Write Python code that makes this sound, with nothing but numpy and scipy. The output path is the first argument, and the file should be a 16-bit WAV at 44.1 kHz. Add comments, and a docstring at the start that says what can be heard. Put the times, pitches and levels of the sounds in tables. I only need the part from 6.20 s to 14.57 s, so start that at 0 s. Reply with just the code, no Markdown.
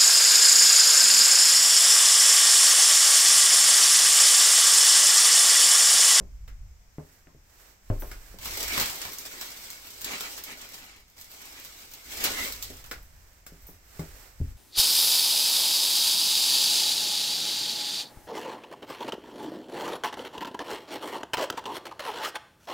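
"""In a small bathroom reached over a wooden floor, a walker draws a shower curtain aside and pulls it shut.
Curtain rings scrape by stick-slip friction and clack by impact; both excite the rod and shower stall.
Cloth and plastic liner rustle as filtered noise, sparse ticks and snapping creases.
Footsteps sum decaying floor modes with filtered heel impacts; clothes swish as dense noise grains.
A metal watch band jingles, dry knocks ring hollow, joists rumble and quiet air hisses."""
import sys
import numpy as np
from scipy import signal
from scipy.fft import rfft, irfft, next_fast_len
from scipy.io import wavfile
from scipy.ndimage import uniform_filter1d, map_coordinates

SR = 44100
rng = np.random.default_rng(int(sys.argv[2]) if len(sys.argv) > 2 else 0)


def transcribe(u):
    """Save the signal u as a 16-bit wav file named by the first command-line argument.

    u: samples, shape (n,) or (channels, n), limited to [-1, 1]; the rate is SR.
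    q: integer samples, one column per channel.
    """
    v = np.clip(np.atleast_2d(u).T, -1, 1)
    q = np.round(v * 32767).astype(np.int16)
    wavfile.write(sys.argv[1], SR, q)


N = 369116

# All levels are relative to the fixed gains of the function that uses them.
# The walker shifts weight and the floor sways: start_s, length_s, rumble_db
WEIGHT_SHIFTS = [(0, 0.44, -42.5), (1.82, 0.13, -45.5), (2.2, 0.37, -47), (3.9, 0.087, -63),
                 (6.0, 0.51, -50.5), (6.45, 0.53, -50.5), (7.42, 0.089, -52.5), (7.88, 0.042, -48),
                 (8.32, 0.054, -39.5)]
SHIFT_ATTACK_S, SHIFT_RELEASE_S, RESTING_SWAY_DB = 0.2, 0.93, -65
# Spectrum of the rumbling joists: frequency_hz, gain_db
RUMBLE_SPECTRUM = [(15, -8), (27, -4.5), (36, -5.5), (44, -1.5), (52, -3.5), (90, -11.5), (130, -24),
                   (250, -37.5), (600, -89)]
# Spectrum of the quiet air: frequency_hz, gain_db
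AIR_SPECTRUM = [(60, -4.5), (150, -14), (308, -24), (800, -22.5), (1500, -24), (2200, -22.5), (3000, -29),
                (4200, -30), (5400, -23.5), (7700, -25.5), (10000, -40), (13500, -28), (16000, -36.5)]
# Likeness of a diffuse sound at two microphones: frequency_hz, coherence (-1 to 1)
DIFFUSE_COHERENCE = [(60, 0.97), (150, 0.83), (280, 0.77), (520, 0.71), (1000, -0.05), (2000, 0.083),
                     (5000, -0.042)]

# Footfalls: start_s, thump_db, thump_hz, joist_db (relative to the thump), heel_db, hardness_hz
FOOTFALLS = [(0.008, -47, 187, -1, -35, 690), (0.783, -38, 151, -43, -28.5, 760),
             (1.071, -60, 164, -12, -43, 1280), (1.148, -57, 134, -3, -44.5, 450),
             (1.701, -24, 102, -0.5, -19.5, 764), (1.822, -51, 104, -3, -27.5, 1200),
             (2.142, -55.5, 189, -14, -40, 806), (6.502, -51, 259, -5, -34.5, 535),
             (7.32, -52, 163, 0, -42, 500), (7.490, -56.5, 182, -13, -39.5, 700),
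             (7.794, -32.5, 160, -36, -25.5, 775), (8.202, -31.5, 125.2, -23, -29, 230),
             (8.214, -26, 82.5, -8, -27.5, 197)]
# Resonances of the floorboards: frequency_hz, width_hz, gain_db
BOARD_MODES = [(267.7, 6.9, 9.5), (299, 40, 4), (394, 13, 6), (422, 12, 0), (525, 16, 0), (605, 20, 1.5),
               (645, 18, -9), (1055, 12, 2)]

# Dry knocks of small hard things; the last is the heel's crack: start_s, level_db, brightness_db
KNOCK_EVENTS = [(0.278, -48.5, -2), (1.914, -39.5, 1), (6.7125, -32, 0.5), (7.265, -41.5, 9.5),
                (7.795, -42, 6)]
# Hollow ring of the knocks: frequency_hz, width_hz, gain_db
HOLLOW_MODES = [(1474, 56, 6.5), (1700, 260, 7), (2080, 250, 13.5), (5260, 320, -1.5), (7500, 380, 3)]
# Spectrum of the knocks: frequency_hz, gain_db
KNOCK_SPECTRUM = [(100, 8), (350, 10.5), (900, 2), (1400, 3), (2100, -6.5), (2800, -2.5), (4500, 2.5),
                  (7800, -4.5), (10000, -7), (13000, 0.5), (16000, -1.5)]

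# Strides and reaches that rub the clothes: start_s, length_s, swish_db
SWISH_EVENTS = [(.88, 0.082, -64), (1.42, 0.059, -58), (1.80, 0.32, -56), (6.58, 0.16, -57),
                (6.8, 0.36, -64), (7.38, 0.16, -60.5), (7.78, 0.28, -54.5), (8.22, 0.077, -60.5)]
SWISH_ATTACK_S, SWISH_RELEASE_S = 0.22, 0.44
CLOTHES_SIDE_DB = -4.5  # left minus right

# Shakes of the watch band: start_s, level_db
JINGLE_EVENTS = [(1.798, -41.5), (1.868, -52), (6.825, -57), (7.420, -59), (7.468, -46), (7.488, -56)]
# Clustered resonances of the watch links: frequency_hz, width_hz, gain_db
LINK_MODES = [(6000, 56, -3), (7800, 50, -12), (10440, 63, -0.5), (11740, 100, -2), (12400, 200, -10),
              (13800, 170, 5), (14600, 200, -7), (15550, 200, -8)]

# Curtain motion as it is drawn aside, pushed further, and pulled shut: time_s, motion_db
DRAW, PUSH, SHUT = [
    [(2.22, -46), (2.266, -41.5), (2.424, -40), (2.536, -38), (2.68, -41), (2.928, -48.5), (3.206, -45.5),
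     (3.558, -52.5), (3.78, -52)],
    [(3.82, -49.5), (4.032, -45.5), (4.188, -50), (4.414, -53.5), (4.602, -54), (4.752, -68), (4.94, -67.5)],
    [(4.98, -58.5), (5.232, -53.5), (5.376, -53), (5.804, -55.5), (6.004, -40), (6.148, -42.5),
     (6.266, -42.5), (6.436, -52.5), (6.6, -61.5)],
]
# Spectrum of rubbing fabric: frequency_hz, gain_db
RUSTLE_SPECTRUM = [(100, -16.5), (300, -3.5), (700, -4.5), (1500, -5), (3000, -3), (5500, -0.5), (6700, -4),
                   (7900, -0.5), (9200, -9.5), (10800, -8.5), (12200, -4.5), (14500, -3.5), (16000, -6.5)]
# Balance of the curtain: frequency_hz, left_minus_right_db
CURTAIN_SIDE = [(60, 0.5), (180, 1), (550, 2), (1650, -0.5), (4970, -0.5), (15000, -2.0)]

# Rings break loose and skid along the rod: start_s, length_s, scrape_db
RING_SKIDS = [(2.50, 0.094, -38), (2.585, 0.025, -28), (2.85, 0.013, -44.5), (3.86, 0.092, -37.5),
              (4.02, 0.013, -37.5), (4.285, 0.031, -40.5), (4.412, 0.0088, -44), (4.61, 0.16, -49.5),
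              (5.215, 0.0074, -49), (5.34, .08, -48.5), (5.98, 0.068, -38.5), (6.042, 0.012, -30),
              (6.175, .02, -35.5), (6.24, 0.039, -39)]
SKID_ATTACK_S, SKID_RELEASE_S = 0.053, 0.2
# The fastest runs sing on the rod: start_s, length_s, level_db, pitch_hz
RING_RUNS = [(2.518, 0.044, -38.5, 2264), (4.29, .03, -49, 2210), (6.175, 0.064, -39.5, 2060)]
RUN_ATTACK_S, RUN_RELEASE_S = 0.062, 0.2
# Resonances of the rod, and at 280 Hz of the shower stall: frequency_hz, width_hz, gain_db
ROD_AND_STALL_MODES = [(280, 11, 5.5), (402, 17, 11), (1083, 9.2, 6), (1280, 15, 8), (1460, 12, 10.5),
                       (1730, 10, 12), (1964, 54, 7.5), (2290, 120, 4), (3960, 36, 10.5), (4470, 11, 0),
                       (7460, 120, 9.5)]
# Spectrum of the scraping rings: frequency_hz, gain_db
SCRAPE_SPECTRUM = [(60, -33), (150, -10), (260, 0.5), (400, -6), (650, -3.5), (1000, -3.5), (2100, 0),
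                   (2800, 0.5), (4200, -3.5), (7000, -6), (10000, -14.5), (16000, -37)]
RING_DRAG_DB, RING_SONG_DB = -5, -9.5  # scrape and song of dragged rings, relative to the motion
SONG_HZ = 2195
RUN_WIDTH_HZ, SONG_WIDTH_HZ = 210, 300  # a fast run sings more purely than a drag
SLIP_UNEVEN_DB = 2.5

# Creases snapping in the liner at set times: start_s, peak_db, body_db
CREASE_SNAPS = [(2.187, -33.5, 3), (2.2485, -25, -10), (2.2574, -23, 4.5), (2.9338, -26.5, -13),
                (2.9854, -22, -23), (3.5032, -25.5, -11), (3.816, -24.5, -12), (4.1784, -26, 0.5),
                (4.238, -23, -15), (4.542, -29, -2.5), (4.999, -36, -5), (5.013, -30.5, -7),
                (5.3988, -33, -16), (5.4488, -29.5, -2), (5.7376, -29.5, -5), (6.6414, -36, 7),
                (6.6613, -34, -22)]
# Further creases snap at random, louder when the curtain moves harder
CREASES_PER_S, CREASE_DB, CREASE_SCATTER_DB, CREASE_BODY_DB = 16, -34, 4, -6
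CREASE_GROWS = 0.77  # dB of snap per dB of motion

# Rings striking the rod and each other: start_s, peak_db, body_db
RING_CLACKS = [(2.578, -16, -1.5), (2.599, -12.5, -17), (2.6124, -15.5, -7), (2.6584, -19.5, -22),
               (2.6984, -24.5, -8.5), (2.8521, -28.5, 1), (3.8449, -19, -14.5), (4.0073, -22, -10.5),
               (6.0399, -10.5, -27), (6.0468, -15.5, -13), (6.323, -22, -35), (6.4254, -20, -22)]
# Spectrum of clacks and snaps: frequency_hz, gain_db
CLICK_SPECTRUM = [(150, 1), (400, -12), (1000, 1.5), (2200, -6), (2900, -0.5), (4000, 0.5), (7900, -3),
                  (9300, -8), (10800, -10), (12300, -0.5), (16000, -1.5)]

TOP_HZ = 15850  # upper limit of the band


def amp(db):
    """Decibel law: amplitude gain is ten to the power of dB / 20."""
    return 10 ** (np.asarray(db) / 20)


def unit(x):
    """Root-mean-square normalisation to 1."""
    return x / np.sqrt(np.mean(x ** 2) + 1e-20)


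def balance(left_minus_right_db):
    """Level panning: half the difference raises the left, half lowers the right."""
    return amp(left_minus_right_db * np.array([[.5], [-.5]]))


def along(points, hz):
    """Interpolation of (Hz, value) points over logarithmic frequency."""
    f, v = np.transpose(points)
    return np.interp(np.log(hz + 1), np.log(f), v)


def level(rows):
    """Envelope interpolated in decibels from (s, dB) rows, fading out beyond both ends."""
    s, db = np.transpose(rows)
    times = np.r_[s[0] - .1, s, s[-1] + .1]
    return amp(np.interp(np.arange(N) / SR, times, np.r_[-100, db, -100]))


def swells(rows, attack_s, release_s):
    """Energy sum of (s, length, dB) events: linear rise up to s, hold, then a 60 dB fall in release_s."""
    t = np.arange(N) / SR
    each = []
    for s, length, db in rows:
        rise = np.clip(1 + (t - s) / attack_s, 0, 1)
        fall_db = 60 * np.maximum(t - s - length, 0) / release_s
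        each.append(amp(db - fall_db) * rise)
    return np.linalg.norm(each, axis=0)


def wobble(rate):
    """Band-limited randomness: a smooth curve through rate random knots a second."""
    knots = rng.standard_normal(int(N * rate / SR) + 4)
    return map_coordinates(knots, [np.arange(N) * rate / SR])


def grains(rate, spread_db):
    """Shot noise: about rate random impulses a second, of uneven size, with rms 1."""
    struck = rng.random(N) < rate / SR
    size = rng.standard_normal(N)
    unevenness = amp(spread_db * np.clip(rng.standard_normal(N), -2, 2))
    return unit(struck * size * unevenness)


def filtered(x, response):
    """Linear filtering: the spectrum of x times a function of frequency."""
    n = x.shape[-1]
    m = next_fast_len(n + 8192)
    return irfft(rfft(x, m) * response(np.fft.rfftfreq(m, 1 / SR)), m)[..., :n]


def coloured(x, gain_db, size=2048):
    """Minimum-phase filtering to a dB response: causality keeps attacks sharp."""
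    cepstrum = irfft(np.log(amp(gain_db(np.fft.rfftfreq(size, 1 / SR))) + 1e-6))
    # Folding the cepstrum onto positive time makes the filter causal
    cepstrum[1:size // 2] *= 2
    cepstrum[size // 2 + 1:] = 0
    impulse = irfft(np.exp(rfft(cepstrum)))
    return signal.fftconvolve(x, impulse[None], axes=1)[:, :x.shape[1]]


def resonant(x, modes):
    """Modal resonance: a body answers as a sum of (Hz, width, dB) band-pass modes."""
    def response(f):
        return sum(amp(db) * 1j * f * w / (c * c - f * f + 1j * f * w) for c, w, db in modes)
    return filtered(x, response)


def add(track, s, x):
    """Superposition: mix x into the track at time s."""
    start = max(0, round(s * SR))
    part = track[..., start:start + x.shape[-1]]
    part += x[..., :part.shape[-1]]


def diffuse(n):
    """Diffuse-field coherence: the mid-to-side ratio sets the likeness of two noise channels."""
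    def turn(hz):
        return np.arccos(np.clip(along(DIFFUSE_COHERENCE, hz), -1, 1)) / 2
    noise = rng.standard_normal((2, n))
    mid, side = filtered(noise, lambda hz: np.array([np.cos(turn(hz)), np.sin(turn(hz))]))
    return np.array([mid + side, mid - side])


def in_room(x, wet_db, lead_ms, low_t60=0.23, high_t60=0.11, split_hz=6000):
    """Reverberation: direct sound leads by lead_ms at left; a diffuse tail dies faster in the treble."""
    t = np.arange(SR // 3) / SR

    def tail(t60):
        # Energy builds over the first 1.3 ms: the first walls are a little way off
        fade = amp(-60 * t / t60) ** 2 * np.clip(t / 0.0013, 0, 1) ** 2
        energy = signal.fftconvolve(x ** 2, fade / fade.sum())[:len(x)]
        return np.sqrt(np.abs(energy)) * diffuse(len(x))

    def low(hz):
        return 1 / (1 + (hz / split_hz) ** 2)

    wet = filtered(tail(low_t60), lambda hz: np.sqrt(low(hz)))
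    wet = wet + filtered(tail(high_t60), lambda hz: np.sqrt(1 - low(hz)))
    ears = np.array([[1], [-1]])
    direct = filtered(x, lambda f: np.exp(1j * np.pi * f * lead_ms / 1000 * ears))
    return (direct + amp(wet_db) * wet) / np.hypot(1, amp(wet_db))


def contact(t60, wet_db, lead_ms):
    """Impact excitation: a unit-energy, decaying noise burst placed in the room."""
    t = np.arange(SR // 4) / SR
    burst = rng.choice([-1, 1], len(t)) * amp(-60 * t / t60)
    return in_room(burst / np.linalg.norm(burst), wet_db, lead_ms)


def background():
    """Broadband noise shaping: joists rumble under the walker, over the quiet air of the house."""
    rumble = unit(filtered(diffuse(N), lambda hz: amp(along(RUMBLE_SPECTRUM, hz))))
    air = unit(filtered(diffuse(N), lambda hz: amp(along(AIR_SPECTRUM, hz))))
    sway = np.hypot(amp(RESTING_SWAY_DB), swells(WEIGHT_SHIFTS, SHIFT_ATTACK_S, SHIFT_RELEASE_S))
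    return sway * rumble + amp(-61.0) * air


def footsteps():
    """Modal decay: each floor spot thumps at its own pitch, weight rocks joists, soft heels dull boards."""
    out, t = np.zeros((2, N)), np.arange(SR) / SR

    def mode(hz, db, t60):
        return amp(db - 60 * t / t60) * np.sin(2 * np.pi * hz * t)

    for s, db, thump_hz, weight_db, heel_db, hard_hz in FOOTFALLS:
        thump = mode(thump_hz, db=6.0, t60=0.17) + mode(thump_hz / 2, db=-9.5, t60=0.56)
        joists = mode(hz=28.2, db=weight_db, t60=0.8) + mode(hz=38.5, db=weight_db - 21, t60=0.68)
        add(out, s, -amp(db) * (thump + joists))

        def soften(hz):
            return -10 * np.log10(1 + (hz / hard_hz) ** 5) + along([(60, -3.5), (300, -3.5)], hz)

        heel = contact(t60=0.0091, wet_db=2, lead_ms=0)
        boards = coloured(heel + amp(1) * resonant(heel, BOARD_MODES), soften)
        add(out, s, amp(heel_db + 21.0) * boards / np.linalg.norm(boards))
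    return out * balance(0.8)


def knocks():
    """Impact and resonance: dry blows excite a hollow middle register."""
    out = np.zeros((2, N))
    for s, db, bright_db in KNOCK_EVENTS:
        def colour(hz):
            return along(KNOCK_SPECTRUM, hz) + along([(3000, 0), (8000, bright_db)], hz)
        blow = contact(t60=0.04, wet_db=1.5, lead_ms=-0.057)
        knock = coloured(blow + amp(4) * resonant(blow, HOLLOW_MODES), colour)
        add(out, s, amp(db + 31.0) * knock / np.linalg.norm(knock))
    return out


def clothes():
    """Friction noise: sleeves and trouser legs swish as dense grains with the rustle's spectrum reshaped."""
    def colour(hz):
        tilt = [(900, 5.5), (1800, 7.5), (3500, -2.0), (8000, 1.5), (14000, 2.0)]
        return along(RUSTLE_SPECTRUM, hz) + along(tilt, hz)
    strength = amp(6.0) * swells(SWISH_EVENTS, SWISH_ATTACK_S, SWISH_RELEASE_S)
    swish = in_room(strength * grains(rate=6100, spread_db=4.5), wet_db=12.5, lead_ms=0)
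    return coloured(swish, colour)


def watch():
    """High-frequency modal ringing: steel links shiver against each other and ring briefly."""
    out = np.zeros((2, N))
    for s, db in JINGLE_EVENTS:
        chatter = contact(t60=0.16, wet_db=-1, lead_ms=0)
        hiss = coloured(chatter, lambda hz: along([(6000, -36), (13000, -3)], hz))
        ring = resonant(chatter, LINK_MODES) + amp(-29) * hiss
        add(out, s, amp(db + 32.0) * ring / np.linalg.norm(ring))
    return out


def curtain_path():
    """Kinematics: the (s, dB) rows of all three pulls in sequence."""
    return np.vstack([DRAW, PUSH, SHUT])


def motion():
    """Common driving force: strength of the curtain's movement through all three pulls."""
    return level(curtain_path())


def cloth():
    """Friction and buckling: folds rub with a smooth hiss while the liner crinkles in sparse ticks."""
    rub = rng.standard_normal(N) * amp(2.4 * wobble(24))
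    crinkle = amp(-1.0) * grains(rate=240, spread_db=8.0)
    moved = amp(7.5) * motion() * (rub + crinkle)
    return coloured(in_room(moved, wet_db=10.0, lead_ms=0.15), lambda hz: along(RUSTLE_SPECTRUM, hz))


def song(hz, width_hz):
    """Amplitude modulation: random quadrature envelopes make a narrow, fuzzy band around one pitch."""
    phase = 2 * np.pi * hz * np.arange(N) / SR
    sides = [wobble(width_hz) * np.cos(phase) + wobble(width_hz) * np.sin(phase) for side in range(2)]
    return np.array(sides)


def rings():
    """Stick-slip friction: dense tiny slips ring the rod and stall, and fast runs sing in one narrow band."""
    slide = np.hypot(amp(RING_DRAG_DB) * motion(), swells(RING_SKIDS, SKID_ATTACK_S, SKID_RELEASE_S))
    slips = slide * grains(rate=4000, spread_db=1.5) * amp(SLIP_UNEVEN_DB * wobble(35))
    slips = in_room(slips, wet_db=4.5, lead_ms=0.17)
    scrape = slips + amp(-8.5) * resonant(slips, ROD_AND_STALL_MODES)
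    scrape = coloured(scrape, lambda hz: along(SCRAPE_SPECTRUM, hz))
    drag_song = amp(RING_SONG_DB) * motion() * song(SONG_HZ, SONG_WIDTH_HZ)
    runs = np.zeros((2, N))
    for s, length, db, hz in RING_RUNS:
        runs += swells([(s, length, db)], RUN_ATTACK_S, RUN_RELEASE_S) * song(hz, RUN_WIDTH_HZ)
    return amp(6.5) * scrape + drag_song + runs


def patchy(x, depth_db, size=512):
    """Random time-frequency gain: the rustle and scrape are uneven, patchy in grain."""
    z = signal.stft(x, nperseg=size)[2]
    field = uniform_filter1d(rng.standard_normal(z.shape[1:]), size=3, axis=0)
    field = uniform_filter1d(field, size=8, axis=1)
    return signal.istft(z * amp(depth_db * unit(field)), nperseg=size)[1][:, :N]


def random_creases():
    """Poisson process: random (s, peak dB, body dB) snaps between the first pull and the last."""
    s, db = np.transpose(curtain_path())
    chance = rng.random((120, 2))
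    times = s[0] + np.cumsum(-np.log(1 - chance[:, 0])) / CREASES_PER_S  # exponential gaps
    growth = CREASE_GROWS * (np.interp(times, s, db) - db.mean())
    peaks = CREASE_DB + growth + CREASE_SCATTER_DB * (2 * chance[:, 1] - 1)
    return [(t, peak, CREASE_BODY_DB) for t, peak in zip(times, peaks) if t < s[-1]]


def snaps():
    """Snap-through buckling: a crease in the plastic flips over with one bright tick."""
    out = np.zeros((2, N))
    for s, db, body_db in [*CREASE_SNAPS, *random_creases()]:
        def colour(hz):
            return along(CLICK_SPECTRUM, hz) + along([(2000, body_db), (6000, 0)], hz)
        tick = amp(db + 20) * contact(t60=0.0042, wet_db=4, lead_ms=.15)
        add(out, s, coloured(tick, colour))
    return out


def clacks():
    """Impact excitation: a ring hits its neighbour with a short crack that also rings the rod and stall."""
    out = np.zeros((2, N))
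    for s, db, body_db in RING_CLACKS:
        def colour(hz):
            return along(CLICK_SPECTRUM, hz) + along([(1800, body_db + 8.5), (4000, 0)], hz)
        crack = amp(db + 20.5) * contact(t60=0.0092, wet_db=4.0, lead_ms=0.252)
        add(out, s, coloured(crack + amp(-9.5) * resonant(crack, ROD_AND_STALL_MODES), colour))
    return out


def scene():
    """Superposition: the curtain has its own side balance; the walker's layers, knocks and air join it."""
    curtain = patchy(rings() + cloth(), depth_db=2) + clacks() + snaps()
    curtain = filtered(curtain, lambda hz: balance(along(CURTAIN_SIDE, hz)))
    walker = footsteps() + clothes() * balance(CLOTHES_SIDE_DB) + watch()
    return curtain + walker + knocks() + background()


def record(dry):
    """Band limitation: a very steep low-pass removes what lies above TOP_HZ."""
    return filtered(dry, lambda hz: 1 / np.sqrt(1 + (hz / TOP_HZ) ** 300))


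dry = scene()
out = record(dry)
transcribe(out)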